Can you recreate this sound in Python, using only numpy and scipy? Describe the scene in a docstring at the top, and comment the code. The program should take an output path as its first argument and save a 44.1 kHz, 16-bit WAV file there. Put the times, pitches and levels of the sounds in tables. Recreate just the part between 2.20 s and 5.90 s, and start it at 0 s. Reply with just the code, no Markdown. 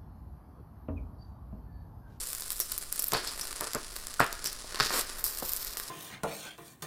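"""In a hard-walled booth, a stick-welding arc burns under a steel plate.
Countless tiny sparks crackle, larger ones snap, and spatter fizzes off in sprays.
Gas pockets in the melted metal pop, and gas squeals through it once.
The arc flares once and twice nearly shorts out; the booth rings with it over a low ventilation rumble."""
import sys
import numpy as np
from scipy import signal
from scipy.fft import rfft, irfft
from scipy.io import wavfile
from scipy.ndimage import uniform_filter1d

SR = 44100
rng = np.random.default_rng(int(sys.argv[2]) if len(sys.argv) > 2 else 0)


def transcribe(u):
    """Save the signal u as a 16-bit wav file named by the first command-line argument.

    u: samples, shape (n,) or (channels, n), limited to [-1, 1]; the rate is SR.
    q: integer samples, one column per channel.
    """
    v = np.clip(np.atleast_2d(u).T, -1, 1)
    q = np.round(v * 32767).astype(np.int16)
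    wavfile.write(sys.argv[1], SR, q)


N = 163170
T = np.arange(N) / SR


def crackle():
    """The arc sputters with tiny sparks and a thin hiss, and dips when a drop of metal bridges the gap."""
    # loudness of four pitch ranges (time [s], mids [dB], treble [dB], top [dB], low body [dB])
    band_levels = [(0, -41.5, -34.5, -44, -49.5), (0.14, -50.5, -44, -46, -56),
                   (0.25, -47.5, -42.5, -52, -54), (0.35, -49, -42, -45, -56.5), (0.5, -46, -42, -53, -54),
                   (0.67, -52.5, -47.5, -58, -57.5), (0.77, -48, -41.5, -59, -53.5),
                   (0.88, -48, -45, -44, -55), (1.02, -43, -43.5, -61, -46.5), (1.2, -48, -44, -50, -50),
                   (1.48, -46, -45, -61, -49), (1.66, -49.5, -48.5, -72, -54), (1.77, -49, -47, -48, -52),
                   (1.88, -50.5, -48, -64, -54), (2.2, -48, -49, -79, -51.5), (2.46, -47, -47, -65, -53),
                   (2.57, -46, -50, -58, -43.5), (2.66, -35, -43.5, -45, -44), (2.9, -48, -47, -74, -53),
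                   (3.0, -48, -44.5, -40.5, -50), (3.16, -46, -45, -45, -59), (3.31, -43, -42, -36, -54),
                   (3.46, -46, -48, -46, -62), (3.7, -48.5, -46, -54, -69)]
    # moments when the arc nearly shorts out (start [s], end [s])
    shorts = [(3.02, 3.041), (3.56, 3.57)]
    sputter_db, hiss_db, short_db, overall_db = 2.7, -8, -18, -2
    flicker = unit(uniform_filter1d(rng.standard_normal(N), size=500))
    clicks = sparks(per_s=2300, spread_db=5.3)
    hiss = amp(hiss_db) * rng.standard_normal(N)
    drive = unit(amp(sputter_db * flicker) * (clicks + hiss))
    for start, end in shorts:
        drive[(T > start) & (T < end)] *= amp(short_db)
    sound = through(drive, spark_colour(tilt_db=0))
    mids_up, treble_up, top = (above(sound, edge_hz) for edge_hz in (2460, 6700, 11430))
    bands = mids_up - treble_up, treble_up - top, top, sound - mids_up
    return amp(overall_db) * sum(unit(band) * curve(band_levels, k + 1) for k, band in enumerate(bands))


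def snaps(size=1024):
    """Each large spark is one sharp click with a tiny tail of scattered noise."""
    # single large sparks (time [s], relative energy [dB], brightness [dB per octave])
    large_sparks = [(0.1316, -7, -1.5), (0.15, -9, -3), (0.2084, -11, 6), (0.222, -10.5, -8.5),
                    (0.3047, -4, -4), (0.319, -7.0, 17), (0.3934, -12, -1), (0.4019, 1.5, 0.5),
                    (0.41, -11, -1), (0.5191, -4, 4.5), (0.5223, -6.5, -5.5), (0.5791, -3.5, -0.5),
                    (0.5848, -8.5, 3), (0.7257, -2.5, 1.5), (0.7272, -9, 9), (0.7597, -12, 3),
                    (0.7944, -0.5, -2), (0.798, -4.5, 4), (0.8226, -4, 2), (0.8279, -7, 5), (0.8422, -1, 8),
                    (0.87, -9, 9), (0.8816, -8, 0.5), (0.8846, -3, 11.0), (0.921, -3.5, -12),
                    (0.9348, -3, 0), (0.949, -12, -9), (1.0753, -11, -7), (1.212, -9, -3), (1.216, -15, -6),
                    (1.245, -18, -3), (1.272, -11.5, -6), (1.3286, -12, -12), (1.409, -4, -6),
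                    (1.5341, -7, -8.5), (1.549, -4, -4.5), (1.7643, -9, -9.5), (1.87, -9.5, -5),
                    (1.941, -12.5, -8.5), (1.9985, -6.5, -4), (2.004, -7.5, -10.5), (2.0114, -13, -12),
                    (2.0441, -13, -8), (2.065, -12.5, -15), (2.1281, -7.5, -9.5), (2.2433, -7, -5),
                    (2.2597, -5.5, -7), (2.2724, -5, -3), (2.2997, -15, -5), (2.3298, -11, -8),
                    (2.5463, -10, -19), (2.558, -9, -16), (2.6004, 2, -31), (2.6015, -9.5, -4),
                    (2.6066, 1.5, -36), (2.6132, -16, -15), (2.6373, -6, -18), (2.6496, -9, -17),
                    (2.661, -5, -17), (2.6955, -11, -14), (2.7924, -8, 2), (2.795, -6, 5), (2.808, -10, -8),
                    (2.8117, -5, -4), (3.0416, 1.5, 2.5), (3.0653, -5, -1), (3.187, -9.5, 0),
                    (3.2935, -7.5, 5), (3.3205, -8, 3), (3.3348, -1, 6), (3.3644, -6, -1), (3.448, -8, 1.5),
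                    (3.5714, -6.5, -5), (3.5994, -7.5, -8)]
    overall_db, scatter_db, scatter_s = -2, -2, 0.00066
    out, t = np.zeros(N), np.arange(size) / SR
    for start, db, tilt_db in large_sparks:
        scatter = rng.standard_normal(size) * np.exp(-t / scatter_s) * (t > 0)
        spike = (t == 0) + amp(scatter_db) * scatter / np.linalg.norm(scatter)
        click = through(spike, spark_colour(tilt_db))
        add(out, start, amp(db + overall_db) * click / np.linalg.norm(click))
    return out


def sprays(size=12000, rise_s=0.001):
    """Fine spatter flies off in a dense fizz that starts at once and dies away."""
    # sprays of spatter (time [s], level [dB], fade time [s], brightness [dB per octave],
    # whistle boost [dB], whistle pitch [Hz])
    spatter = [(0.402, -29.5, 0.017, 3.5, 18, 5650), (0.795, -34, 0.0099, 1, 17, 5700),
               (0.932, -30, 0.042, -26, 2, 5300), (1.069, -34, 0.029, -13.5, 7, 5000),
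               (1.211, -32, 0.011, -7, 20, 5500), (1.998, -34, 0.023, -12, 1, 4400),
               (2.252, -28.5, 0.022, -5, 18, 5470), (2.605, -28, 0.02, -35, 3, 4500),
               (3.042, -28, 0.038, 1, 7, 5330), (3.574, -39, 0.036, 5, 10, 5250)]
    out, t = np.zeros(N), np.arange(size) / SR
    for start, db, fade_s, tilt_db, whistle_db, whistle_hz in spatter:
        clicks = sparks(per_s=14000, spread_db=2.0)[:size]
        fizz = through(clicks, spark_colour(tilt_db, whistle_db, whistle_hz))
        add(out, start, amp(db) * fizz * (1 - np.exp(-t / rise_s)) * np.exp(-t / fade_s))
    return out


def pops(size=10000):
    """A gas pocket bursts: a pressure shock, down then up, followed by a low thump and a puff of gas."""
    # bursts in the melted metal (time [s], shock level [dB], shock width [s], puff level [dB],
    # puff rise [s], puff fade [s], puff's upper edge [Hz], thump level [dB])
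    bursts = [(0.928, -28, 0.00027, -32, 0.0041, 0.049, 2100, -37),
              (0.9344, -21, 0.00022, -31, .001, 0.0054, 1500, -37),
              (.95, -18.5, 0.00014, -33, 0.0028, 0.022, 990, -32),
              (1.409, -27, 0.00019, -34.5, 0.0035, 0.023, 1600, -50),
              (1.548, -26, 0.00016, -34, .003, 0.023, 1920, -52),
              (1.554, -27.5, 0.00045, -31.5, .002, .014, 480, -43),
              (2.0042, -5.5, 0.00016, -23.5, .001, 0.0036, 1700, -24.5),
              (2.0114, -14, 0.00018, -15.5, 0.00089, 0.0042, 1700, -43),
              (2.02, -28, .00016, -27.5, 0.0023, 0.024, 2700, -60),
              (2.445, -38.5, 0.00029, -46, .001, 0.0071, 800, -58),
              (2.601, -17, 0.00014, -22, 0.0011, 0.0038, 2200, -28),
              (2.6073, -13, 0.00013, -26, 0.0013, 0.0055, 2000, -29),
              (2.7064, -21.5, .00015, -37, .001, 0.0046, 2000, -60),
              (3.2251, -26.5, 0.00022, -40, .001, 0.0043, 950, -49),
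              (3.229, -29, 0.0004, -35, 0.00092, 0.011, 844, -40)]
    thump_hz, thump_s, lead_s = 125, 0.0054, 0.002
    out, t = np.zeros(N), np.arange(size) / SR
    for start, shock_db, width_s, puff_db, rise_s, fade_s, edge_hz, thump_db in bursts:
        swing = (t - lead_s) / width_s  # passes through zero at the moment of the burst
        add(out, start - lead_s, amp(shock_db) * swing * np.exp((1 - swing ** 2) / 2))
        add(out, start, amp(thump_db) * np.sin(2 * np.pi * thump_hz * t) * np.exp(-t / thump_s))
        puff = rng.standard_normal(size) * (1 - np.exp(-t / rise_s)) * np.exp(-t / fade_s)
        add(out, start, amp(puff_db) * through(puff, gas_colour(edge_hz)))
    return out


def flare():
    """The arc flares up: a swelling roar of gas with thick sizzle on top."""
    # rise and fall of the flare (time [s], roar level [dB], sizzle level [dB])
    swell = [(2.69, -77, -68), (2.71, -39, -40.5), (2.745, -35, -34), (2.792, -36, -29),
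             (2.815, -47.5, -39.5), (2.85, -53.5, -55)]
    roar = through(rng.standard_normal(N), gas_colour(edge_hz=2100))
    sizzle = through(sparks(per_s=5200, spread_db=5.5), spark_colour(tilt_db=-6.5))
    return roar * curve(swell, column=1) + sizzle * curve(swell, column=2)


def squeal(start_s=1.9948, length_s=0.0058, hz=1400, db=-18):
    """Gas forces its way through the melted metal in a brief tone, just before the largest pop."""
    out, t = np.zeros(N), np.arange(0, length_s, 1 / SR)
    arch = np.sqrt(abs(np.sin(np.pi * t / length_s)))
    add(out, start_s, amp(db) * np.sin(2 * np.pi * hz * t) * arch)
    return out


def booth(sound, size=30000):
    """The hard walls throw back a dense wash of echoes, and the booth rings at a few pitches."""
    # how long the echoes last (pitch [Hz], time to fade by 60 dB [s])
    echo_times = [(150, 0.1), (500, 0.24), (1400, 0.5), (4000, 0.5), (9000, 0), (16000, 0.5)]
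    # how strong the echoes are (pitch [Hz], level [dB])
    echo_levels = [(100, -2), (500, -9.5), (1500, -8), (4500, -6.5), (9000, -12), (16000, -11)]
    # ringing of the booth and its steelwork (pitch [Hz], energy [dB], time to fade by 60 dB [s])
    rings = [(120, -40, .12), (372, -34, .18), (450, -33, .12), (600, -32, .13), (682, -35, .6),
             (1056, -24, .12), (1183, -27, .13), (1418, -37, .25), (1485, -33, .5), (1732, -32, .2),
             (1886, -31, .3), (4465, -36, .2)]
    echoes_per_s, first_echo_s = 5000, 0.004
    t = np.arange(size) / SR
    echoes = rng.standard_normal(size) * (rng.random(size) < echoes_per_s / SR) * (t > first_echo_s)
    hz, frame_s, bands = signal.stft(unit(echoes), SR, nperseg=256)  # each pitch fades at its own rate
    fade_rate = np.log(1000) / read(echo_times, hz)[:, None]
    fade = np.exp(-fade_rate * frame_s) * np.sqrt(2 * fade_rate / SR)  # longer fades start softer
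    bands = bands * amp(read(echo_levels, hz))[:, None] * fade
    tail = signal.istft(bands, SR, nperseg=256)[1][:size]
    for ring_hz, db, ring_s in rings:
        ring = np.cos(2 * np.pi * ring_hz * t) * np.exp(-np.log(1000) * t / ring_s)
        tail += amp(db) * ring / np.linalg.norm(ring)
    return through(sound, tail)


def rumble(level_db=-48):
    """The ventilation makes a steady low noise."""
    # tone colour of the ventilation (pitch [Hz], relative level [dB])
    colour = [(10, -0.5), (24, 1.5), (40, -4.5), (55, -13), (75, -15.5), (120, -20), (170, -23), (400, -29),
              (1200, -32), (4000, -38.5)]
    gain = amp(read(colour, np.fft.rfftfreq(N, 1 / SR)))
    return amp(level_db) * unit(irfft(rfft(rng.standard_normal(N)) * gain, N))


def sparks(per_s, spread_db):
    """Sparks as random clicks: many faint, few strong."""
    strength = amp(spread_db * np.minimum(rng.exponential(1, N), 3.5))  # the cap tames the loudest
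    return unit(strength * rng.choice([-1, 1], N) * (rng.random(N) < per_s / SR))


def spark_colour(tilt_db, whistle_db=0, whistle_hz=0):
    """Filter that makes a click sound like a spark, brighter or duller, with an optional whistle."""
    # tone colour of a spark (pitch [Hz], relative level [dB])
    colour = [(100, -21), (400, -10), (800, -15), (1300, -9), (2200, -13), (3200, -11), (4300, -5),
              (5200, -3), (6300, -7), (7500, 1), (8800, 2), (10600, 2), (11900, 0.5), (13400, 5.5),
              (14800, 3.5), (16000, -22)]
    tilt_from_hz, pivot_hz, whistle_width_hz = 4460, 8500, 850

    def shape_db(hz):
        tilt = tilt_db * np.log2(np.maximum(hz, tilt_from_hz) / pivot_hz)
        whistle = whistle_db * np.exp(-((hz - whistle_hz) / whistle_width_hz) ** 2)
        return read(colour, hz) + tilt + whistle
    return response(shape_db)


def gas_colour(edge_hz):
    """Filter that makes noise sound like rushing gas, falling steeply above edge_hz."""
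    # tone colour of rushing gas (pitch [Hz], relative level [dB])
    colour = [(40, 2.5), (115, -13.5), (200, -4.5), (300, -1), (430, 2.5), (800, -1), (1200, 3.5),
              (2000, 0.5), (4000, 2), (16000, -32)]
    return response(lambda hz: read(colour, hz) - 10 * np.log10(1 + (hz / edge_hz) ** 6))


def response(shape_db, size=2048):
    """Builds a filter of energy 1 with the tone colour shape_db(hz)."""
    hz = abs(np.fft.fftfreq(size, 1 / SR))
    log_gain = np.log(amp(np.maximum(shape_db(hz), -100)))
    spectrum = np.exp(np.conj(signal.hilbert(log_gain)))  # packs the energy at the start: clicks stay sharp
    pulse = np.fft.ifft(spectrum).real[:size // 2]
    return pulse / np.linalg.norm(pulse)


def through(x, pulse):
    """Filters x, keeping its length."""
    return signal.fftconvolve(x, pulse)[:len(x)]


def above(x, edge_hz):
    """The part of x above a soft edge in pitch."""
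    return irfft(rfft(x) * (1 + np.tanh((np.fft.rfftfreq(N, 1 / SR) - edge_hz) / 800)) / 2, N)


def amp(db):
    """Turns decibels into a gain."""
    return 10 ** (np.asarray(db) / 20)


def unit(x):
    """Scales x to an average strength (rms) of 1."""
    return x / np.sqrt(np.mean(x ** 2) + 1e-20)


def read(table, hz):
    """Looks up a pitch in a table, gliding between rows on a log scale."""
    pitches, values = np.transpose(table)
    return np.interp(np.log(hz + 1), np.log(pitches + 1), values)


def curve(table, column):
    """Gain over time from one dB column of a table."""
    table = np.array(table)
    return amp(np.interp(T, table[:, 0], table[:, column]))


def add(mix, start_s, sound):
    """Mixes a sound in at the given time."""
    part = mix[max(round(start_s * SR), 0):][:len(sound)]
    part += sound[:len(part)]


def scene():
    """The arc, its echoes in the booth and the ventilation, in one channel."""
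    arc = crackle() + snaps() + sprays() + pops() + flare() + squeal()
    return (arc + booth(arc) + rumble())[None]


def record(dry, cutoff_hz=16300):
    """Takes away the very highest treble."""
    low_pass = signal.firwin(255, cutoff_hz, window=("kaiser", 9), fs=SR)
    return signal.oaconvolve(dry, low_pass[None], "same")


dry = scene()
out = record(dry)
transcribe(out)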